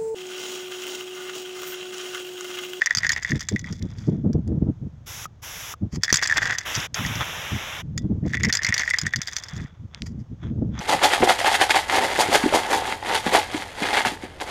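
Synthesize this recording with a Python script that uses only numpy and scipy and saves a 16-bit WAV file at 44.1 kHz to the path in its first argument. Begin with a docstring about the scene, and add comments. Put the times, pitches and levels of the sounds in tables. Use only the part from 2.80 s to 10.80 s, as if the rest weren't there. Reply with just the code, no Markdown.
"""A homemade roller thresher crushes three handfuls of dry bean pods, outdoors, near a small microphone.
Husks snap, beans and hollow pods knock and bounce, fragments crackle, and the wooden chute rings.
Stray pods and husks scrape and rustle; a few dull bumps and dry ticks stand out.
Between handfuls a dry hiss starts and stops abruptly. Wind buffets the microphone throughout."""
import sys
import numpy as np
from scipy import signal
from scipy.fft import rfft, irfft
from scipy.io import wavfile
from scipy.ndimage import uniform_filter1d

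SR = 44100
rng = np.random.default_rng(int(sys.argv[2]) if len(sys.argv) > 2 else 0)


def write(x):
    x = np.atleast_2d(x).T
    wavfile.write(sys.argv[1], SR, np.round(np.clip(x, -1, 1) * 32767).astype(np.int16))


N = 352963
TIME_S = np.arange(N) / SR

# Source spectra. Each row: frequency in Hz, level in dB.
AIR_SPECTRUM = [(100, 9), (500, 4), (1500, -4.5), (2700, -13), (3450, -10.5), (4200, -18), (6500, -13.5),
                (9000, -34.5)]
HISS_SPECTRUM = [(200, -7.5), (900, 3), (2100, 5), (2800, 4), (3600, 5.5), (4300, -4), (5700, 11.5),
                 (7000, 6), (8400, -8), (9700, -9), (10800, 2), (13000, 3.5), (14200, -15), (15500, -1.5)]
SCRAPE_SPECTRUM = [(200, -3), (1300, 12.5), (2200, 7.5), (2900, -2.5), (3450, 10.5), (4300, -14),
                   (6500, -6), (9000, -38.5)]
CRACKLE_SPECTRUM = [(300, -27), (1200, -13.5), (2200, -35), (2800, -19), (3450, 10), (4150, -4), (4900, 5),
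                    (6800, 3), (8200, -11.5), (9800, -22), (12000, -22), (15500, -22.5)]
SNAP_SPECTRUM = [(200, -42), (900, -13.5), (1900, 3.5), (2800, -10), (3450, -2.5), (4050, -7), (4800, 5),
                 (5200, 3), (6600, 1), (7200, -1.5), (8200, -17), (9800, -24), (12000, -21), (15500, -30)]
# Slow gusts. Each row: time in seconds, level in dB.
WIND_GUSTS = [(0.0, -74), (0.25, -39), (0.42, -46.5), (1.2, -34.5), (1.36, -28), (1.89, -33.5),
              (1.96, -40.5), (2.7, -49.5), (3.45, -48.5), (3.68, -37.5), (3.8, -50.5), (4.25, -43),
              (4.95, -47.5), (5.25, -28.5), (5.69, -30.5), (5.72, -42), (6.5, -51), (7.57, -44),
              (7.82, -24.5), (8.0, -32.5)]
# Single buffets. Each row: start in seconds, length in seconds, level in dB.
WIND_BUFFETS = [(0.164, 0.023, -36), (0.508, 0.062, -23.5), (0.72, 0.037, -21.5), (0.817, 0.04, -34),
                (0.904, 0.027, -28), (1.004, 0.058, -28.5), (1.282, 0.014, -18), (1.323, 0.021, -20.5),
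                (1.446, 0.061, -19), (1.55, 0.041, -19), (1.675, 0.11, -23), (1.821, 0.0071, -14.5),
                (1.866, 0.037, -19.5), (2.014, 0.06, -30), (3.018, 0.046, -24), (3.136, 0.063, -29),
                (3.335, 0.013, -32), (3.975, 0.027, -31.5), (4.196, 0.13, -30), (4.357, 0.065, -32),
                (4.725, 0.038, -24), (5.034, 0.18, -32.5), (5.244, .025, -25), (5.302, 0.055, -24.5),
                (5.435, 0.041, -22.5), (5.613, 0.074, -23.5), (5.887, 0.023, -31), (6.238, 0.038, -28),
                (6.355, 0.039, -32.5), (6.736, 0.11, -31), (6.997, 0.066, -37), (7.213, 0.21, -33),
                (7.517, 0.021, -30.5), (7.631, 0.13, -29), (7.782, 0.11, -28)]
# Hiss stretches. Each row: start and end in seconds, level at start and at end in dB,
# body gain in dB, sheen gain at the end in dB.
HISS_SPANS = [(2.268, 2.457, -38.5, -37, -1, -3), (2.627, 2.937, -39, -37, 3, -1),
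              (3.857, 4.065, -36.5, -35.5, 11.5, -8), (4.148, 5.015, -38.5, -41.5, 13.5, -4.5)]
# Dull bumps. Each row: start in seconds, level in dB, pitch in Hz, T60 in seconds.
DULL_BUMPS = [(2.4553, -22.5, 1260, 0.032), (2.939, -24.5, 1240, 0.022), (3.327, -3, 301, 0.0064)]
# Ticks at the microphone. Each row: start in seconds, peak in dB.
DRY_TICKS = [(7.147, -18), (7.2208, -14)]
# Chute resonances. Each row: frequency in Hz, T60 in seconds, level in dB.
BOARD_MODES = [(1950, 0.18, -35), (3425, 0.24, -32), (3536, 0.055, -27), (5010, .07, -29)]
# Sliding in the chute. Each row: middle in seconds, half length in seconds, level in dB.
POD_SCRAPES = [(0.89, 0.034, -48), (1.2, 0.18, -57.5), (3.63, 0.14, -39), (4.18, 0.011, -27),
               (4.415, 0.017, -25.5), (6.68, 0.2, -48.5), (7.159, 0.036, -49.5), (7.66, 0.04, -48),
               (7.98, 0.039, -40.5)]
HUSK_RUSTLES = [(0.93, .05, -53.5), (1.23, 0.07, -53.5), (3.145, 0.021, -42), (3.6, 0.14, -37),
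                (6.04, 0.078, -36), (7.26, 0.052, -54), (7.405, 0.015, -59.5)]
# Handfuls in the rollers. Each row: bite, easing off and end in seconds, level in dB,
# fade in dB per second, peak bean gain relative to the husks in dB.
FEEDS = [(-0.1, 0.61, 1.43, -48, 27.5, 9.5), (3.209, 3.69, 4.05, -41, 38, 12),
         (5.435, 6.1, 6.9, -48, 3, 16.5)]
# Beans and pods knocking. Each row: start in seconds, level in dB, pitch in Hz.
POD_KNOCKS = [(0.0119, -29.5, 1833), (0.0185, -14, 1833), (0.0707, -17.5, 1890), (0.1083, -13, 1853),
              (0.2329, -19, 1878), (0.247, -18, 1835), (0.267, -19, 1877), (0.2943, -17, 1892),
              (0.3019, -18.5, 1870), (0.363, -19, 1946), (0.4478, -19, 1905), (0.5185, -20, 1880),
              (0.7615, -21.5, 1984), (0.843, -32, 1978), (0.8714, -37.5, 2010), (3.2806, -21.5, 1837),
              (3.2926, -24, 1880), (3.3033, -18, 1832), (3.393, -27.5, 1950), (3.4979, -16.5, 1848),
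              (3.5112, -17, 1749), (3.5239, -14, 1762), (3.571, -17.5, 1742), (3.618, -22.5, 1826),
              (3.6286, -22, 1805), (3.672, -22, 1659), (3.7216, -26.5, 1843), (3.7504, -26, 1850),
              (4.2494, -23, 1910), (5.5349, -21, 1890), (5.5435, -18, 1906), (5.571, -24, 1950),
              (5.6372, -18, 2053), (5.647, -21, 2005), (5.668, -29, 2050), (5.7008, -21, 1827),
              (5.791, -24, 1742), (5.8476, -19, 2076), (5.8674, -19, 2035), (5.89, -22, 1875),
              (5.9245, -16.5, 1920), (5.979, -25, 1934), (6.0196, -22.5, 1990), (6.0342, -21, 1843),
              (6.0771, -19, 1912), (6.109, -16.5, 2013), (6.1369, -17, 1990), (6.1424, -16, 1890),
              (6.2668, -18.5, 1846), (6.3365, -16.5, 1877)]
# Husks breaking. Each row: start in seconds, level in dB.
HUSK_SNAPS = [(0.06, -17.5), (0.15, -17.5), (0.1718, -18), (0.1842, -18.5), (0.267, -28), (0.2929, -19),
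              (0.319, -19.5), (0.3324, -26), (0.432, -31.5), (0.5067, -30.5), (0.595, -35), (0.6072, -28.5),
              (0.6871, -21.5), (0.7935, -33.5), (0.9258, -35.5), (1.185, -45), (1.5313, -42), (1.677, -51),
              (3.2346, -14), (3.2524, -28), (3.3028, -28), (3.327, -10), (3.342, -12), (3.358, -17),
              (3.3706, -17.5), (3.4325, -19), (3.4415, -23), (3.461, -36), (3.4738, -21), (3.5743, -27.5),
              (3.785, -20.5), (3.9444, -31), (3.9518, -21), (3.962, -23), (4.0017, -31), (4.1439, -23),
              (4.263, -30), (4.355, -31.5), (5.1777, -24.5), (5.6341, -21), (5.6491, -22.5), (5.687, -32),
              (5.7265, -15.5), (5.737, -21), (5.752, -17.5), (5.771, -19), (5.8335, -24), (5.8476, -20),
              (5.8665, -23), (5.889, -25.5), (5.942, -17), (5.9794, -20), (5.9944, -24), (6.0084, -29),
              (6.1021, -26), (6.186, -17.5), (6.2146, -23.5), (6.2654, -27.5), (6.36, -21.5), (6.4169, -24),
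              (6.4736, -26.5), (6.533, -30.5), (6.566, -20.5), (6.5843, -31), (6.637, -31.5), (6.685, -36),
              (6.7648, -40), (7.991, -33)]


def undb(db):
    """Decibels to gain."""
    return 10 ** (np.asarray(db) / 20)


def curve(rows):
    """Linear interpolation of (seconds, value) rows."""
    return np.interp(TIME_S, *np.transpose(rows))


def unit(x):
    """Scale to RMS 1."""
    return x / np.sqrt(np.mean(x ** 2) + 1e-18)


def steady(x, span_s):
    """Hold the running RMS near 1."""
    size = int(span_s * SR / 2) + 1
    power = uniform_filter1d(uniform_filter1d(x ** 2, size), size)
    return x / np.sqrt(np.abs(power) + 1e-12)


def decay(t, t60_s):
    """Fall of 60 dB in t60_s."""
    return np.exp(-np.log(1000) * t / t60_s)


def add(out, at_s, sound):
    """Mix a sound in at at_s."""
    start = max(int(at_s * SR), 0)
    out[start:start + len(sound)] += sound[:max(N - start, 0)]


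def convolve(x, impulse):
    """Convolution cut to the input length."""
    return signal.fftconvolve(x, impulse)[:len(x)]


def response(spectrum, size=512):
    """Minimum-phase, unit-energy impulse response of a spectrum."""
    hz, db = np.transpose(spectrum)
    bins_hz = np.maximum(np.arange(size + 1) * SR / (2 * size), 1)
    magnitude = undb(np.interp(np.log(bins_hz), np.log(hz), db))
    cepstrum = irfft(np.log(magnitude))
    cepstrum[1:size] *= 2
    cepstrum[size + 1:] = 0
    return unit(irfft(np.exp(rfft(cepstrum)))[:size]) / np.sqrt(size)


def butter(x, hz, kind, order=2):
    """Butterworth filter."""
    return signal.sosfilt(signal.butter(order, hz, kind, fs=SR, output="sos"), x)


def grains(per_s, spread_db):
    """Random impulses: many small, a few large."""
    hit = rng.random(N) < per_s / SR
    return hit * rng.choice([-1, 1], N) * undb(spread_db * np.minimum(rng.exponential(size=N), 4))


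def swells(rows):
    """Gaussian swells summed to one gain."""
    return sum(undb(db) * np.exp(-((TIME_S - at_s) / half_s) ** 2) for at_s, half_s, db in rows)


def aftermath(blows, t60_s):
    """Gain that jumps at each blow and dies away."""
    power = np.zeros(N)
    for at_s, db, *_ in blows:
        add(power, at_s, undb(db) ** 2 * decay(TIME_S[:SR // 3], t60_s) ** 2)
    return np.sqrt(power)


def air(level_db=-60):
    """Faint outdoor background noise."""
    return undb(level_db) * convolve(rng.standard_normal(N), response(AIR_SPECTRUM))


def gusts_db(attack_s=0.0067, release_s=0.01):
    """Wind strength: slow gusts plus buffets that rise fast, hold and let go."""
    power = undb(curve(WIND_GUSTS)) ** 2
    for start_s, length_s, db in WIND_BUFFETS:
        outside = np.maximum((start_s - TIME_S) / attack_s, (TIME_S - start_s - length_s) / release_s)
        power += (undb(db) * np.exp(-np.maximum(outside, 0))) ** 2
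    return 10 * np.log10(power)


def wind(ref_hz=150, ref_db=-34, db_per_octave=24, rolloff_order=3.52, flutter_db=2):
    """Eddies on the microphone port; stronger gusts hold smaller eddies and sound brighter."""
    level_db = gusts_db() + flutter_db * unit(butter(rng.standard_normal(N), [8, 25], "band"))
    corner_hz = ref_hz * 2 ** ((level_db - ref_db) / db_per_octave)
    rumble = np.zeros(N)
    for hz in 25 * 2 ** (np.arange(13) / 2):  # half-octave bands
        band = butter(rng.standard_normal(N), [hz / 2 ** .25, hz * 2 ** .25], "band", order=3)
        rumble += band / np.sqrt(1 + (hz / corner_hz) ** (2 * rolloff_order))
    return steady(butter(rumble, 74, "high", order=3), span_s=0.067) * undb(level_db)


def hiss(body_hz=3650, sheen_hz=9500, edge_s=0.019):
    """Dry gated noise; later stretches are fuller, and the sheen fades within each."""
    bright, body = (convolve(rng.standard_normal(N), response(HISS_SPECTRUM)) for _ in range(2))
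    body = butter(body, body_hz, "low", order=10)
    base = butter(bright, sheen_hz, "low", order=8)
    sheen = butter(bright, sheen_hz, "high", order=8)
    out = np.zeros(N)
    for start_s, end_s, first_db, last_db, body_db, sheen_db in HISS_SPANS:
        gate = np.clip(np.minimum(TIME_S - start_s, end_s - TIME_S) / edge_s + .5, 0, 1)
        gain = undb(curve([(start_s, first_db), (end_s, last_db)]))
        top = undb(curve([(start_s, 0), (end_s, sheen_db)])) * sheen
        out += gate * gain * (base + top + undb(body_db) * body)
    return out


def bumps_and_ticks():
    """Bumps ring one damped mode; ticks are single band-limited clicks."""
    out, t = np.zeros(N), TIME_S[:SR // 8]
    for at_s, db, hz, t60_s in DULL_BUMPS:
        add(out, at_s, undb(db) * np.sin(2 * np.pi * hz * t) * decay(t, t60_s))
    click = butter(1. * (t == 0), [1900, 5500], "band", order=3)
    for at_s, db in DRY_TICKS:
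        add(out, at_s, undb(db) * click / np.abs(click).max())
    return out


def chute(x):
    """The boards ring faintly after each blow."""
    t = TIME_S[:SR // 3]
    tail = sum(undb(db) * unit(np.sin(2 * np.pi * hz * t) * decay(t, t60_s))
               for hz, t60_s, db in BOARD_MODES)
    return x + convolve(x, tail / np.sqrt(len(t)))


def scrapes():
    """Pods drag over wood in dense little slips."""
    slips = grains(per_s=3100, spread_db=6)
    return swells(POD_SCRAPES) * unit(convolve(slips, response(SCRAPE_SPECTRUM)))


def clumps(spread_db=5.5, cutoff_hz=29.64):
    """Wandering gain: small bits fall in uneven clumps."""
    return undb(spread_db * unit(butter(rng.standard_normal(N), cutoff_hz, "low")))


def rustles(boards_db=-5):
    """Stray husks slide over each other: a patchy, bright swish that also sounds the boards."""
    slips = grains(per_s=3500, spread_db=2.5) * clumps()
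    colour = response(SNAP_SPECTRUM) + undb(boards_db) * response(SCRAPE_SPECTRUM)
    return swells(HUSK_RUSTLES) * unit(convolve(slips, colour))


def fragments(rustle_db=-18, tear_db=-17, tear_t60_s=0.021):
    """Tiny husk breaks, each a click and a short tear, over a fine rustle."""
    clicks = grains(per_s=130, spread_db=3)
    tear_power = np.abs(convolve(clicks ** 2, decay(TIME_S[:SR // 50], tear_t60_s) ** 2))
    tears = undb(tear_db) * np.sqrt(tear_power) * rng.standard_normal(N)
    force = steady(clicks + tears, span_s=0.054) + undb(rustle_db) * rng.standard_normal(N)
    return convolve(force, response(CRACKLE_SPECTRUM))


def tumbling(width_hz=500, skirt_db=-14):
    """Many soft knocks merge into a rough hollow ring that tracks the pitch of the loud ones."""
    at_s, _, hz = np.transpose(POD_KNOCKS)
    ring_hz = uniform_filter1d(np.interp(TIME_S, at_s, hz), SR // 8)
    force = grains(per_s=2600, spread_db=6) * np.exp(2j * np.pi * rng.random(N))
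    swing = butter(force, width_hz / 2, "low") + undb(skirt_db) * butter(force, 2 * width_hz, "low")
    ring = np.real(swing * np.exp(2j * np.pi * np.cumsum(ring_hz) / SR))
    return steady(ring, span_s=0.037)


def crushing(grip_s=0.048, clear_s=0.093, spill_delay_s=0.44, spill_half_s=0.33, spill_db=15.5):
    """Husk and bean gains: rollers grip a handful, beans spill after the bite, the load thins out."""
    husks, beans = np.zeros(N), np.zeros(N)
    for bite_s, easing_s, end_s, db, fade_db_per_s, beans_db in FEEDS:
        grip = np.clip(np.minimum((TIME_S - bite_s) / grip_s, (end_s - TIME_S) / clear_s), 0, 1)
        load = grip * undb(db - fade_db_per_s * np.maximum(TIME_S - easing_s, 0))
        spill = np.exp(-((TIME_S - bite_s - spill_delay_s) / spill_half_s) ** 2)
        husks += load
        beans += load * undb(beans_db + spill_db * (spill - 1))
    return husks, beans


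def stalls(threshold_db=-28.5, depth_db_per_db=0.43, lead_s=0.017, load_s=0.0095):
    """A tough pod holds up the feed before it gives; the harder the coming blow, the deeper the hush."""
    blows = [row[:2] for row in HUSK_SNAPS + POD_KNOCKS]
    bounds = [(-1, threshold_db), (N / SR + 1, threshold_db)]
    at_s, db = np.transpose(sorted(blows + bounds))
    coming = np.searchsorted(at_s, TIME_S)
    wait_s, held_s = at_s[coming] - TIME_S, TIME_S - at_s[coming - 1]
    depth_db = depth_db_per_db * np.maximum(db[coming] - threshold_db, 0)
    return undb(-depth_db * np.exp(-(wait_s / lead_s) ** 2) * (1 - np.exp(-held_s / load_s)))


def debris(shed_db=-22.5, roll_db=-17):
    """Small bits move as the rollers crush; snaps shed fragments and knocks set beans rolling."""
    husks, beans = crushing()
    husks = np.hypot(husks, undb(shed_db) * aftermath(HUSK_SNAPS, t60_s=0.12))
    beans = np.hypot(beans, undb(roll_db) * aftermath(POD_KNOCKS, t60_s=0.088))
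    return clumps() * stalls() * (husks * fragments() + beans * tumbling())


def pod(hz, t60_s=0.014, rise_s=0.00055):
    """Hollow pod: one broad resonance that builds over a cycle or two and dies fast."""
    t = TIME_S[:SR // 20]
    return np.sin(2 * np.pi * hz * t) * decay(t, t60_s) * (1 - np.exp(-t / rise_s)) ** 2


def knocks(chatter_db=-30, bounce_s=0.0045, loss_db=11.5, scatter_db=3.5, detune=0.048):
    """Each knock clicks and rings a pod, which bounces three times, each on a new side and pitch."""
    out, t, colour = np.zeros(N), TIME_S[:SR // 20], response(CRACKLE_SPECTRUM)
    bounce_draws = rng.standard_normal((len(POD_KNOCKS), 3, 3))
    for (at_s, db, hz), bounces in zip(POD_KNOCKS, bounce_draws):
        force = undb(chatter_db) * rng.standard_normal(len(t)) * decay(t, t60_s=0.04)
        force[0] += 1
        ring = convolve(force, pod(hz))
        gain = undb(db) / np.std(ring[:SR // 200])  # level set over the first 5 ms
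        click = 2 * undb(db) * convolve(force, colour)
        add(out, at_s, gain * ring + click)
        for gap, strength, side in bounces:
            at_s += bounce_s * np.exp(gap / np.pi)
            gain *= undb(-loss_db)
            add(out, at_s, gain * undb(scatter_db * strength) * pod(hz * np.exp(detune * side)))
    return out


def snaps(tear_db=-17, tear_t60_s=0.029, husk_hz=5900, detune=0.19, ring_db=-4, ring_t60_s=0.008):
    """Each husk breaks with one sharp crack, tears briefly and rings at its own pitch."""
    out, t, colour = np.zeros(N), TIME_S[:SR // 20], response(SNAP_SPECTRUM)
    for at_s, db in HUSK_SNAPS:
        hz = husk_hz * np.exp(detune * rng.standard_normal())
        force = undb(tear_db) * rng.standard_normal(len(t)) * decay(t, tear_t60_s)
        force[0] += 1
        crack = convolve(force, colour)
        ring = np.cos(2 * np.pi * hz * t) * decay(t, ring_t60_s)
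        snap = unit(crack) + undb(ring_db) * unit(convolve(crack, ring))
        add(out, at_s, undb(db) * snap / np.std(snap[:SR // 200]))
    return out


def scene():
    """Mono mix: threshing in the chute, hiss, bumps, ticks, wind and air."""
    threshing = chute(snaps() + knocks() + debris() + rustles() + scrapes())
    return (threshing + hiss() + bumps_and_ticks() + wind() + air())[None]


def record(dry, ceiling=0.75, top_hz=16000):
    """Soft clipping rounds the loudest cracks; a steep low-pass cuts the top."""
    rounded = dry / (1 + (dry / ceiling) ** 4) ** .25
    return signal.sosfilt(signal.ellip(8, .2, 70, top_hz, fs=SR, output="sos"), rounded)


dry = scene()
out = record(dry)
write(out)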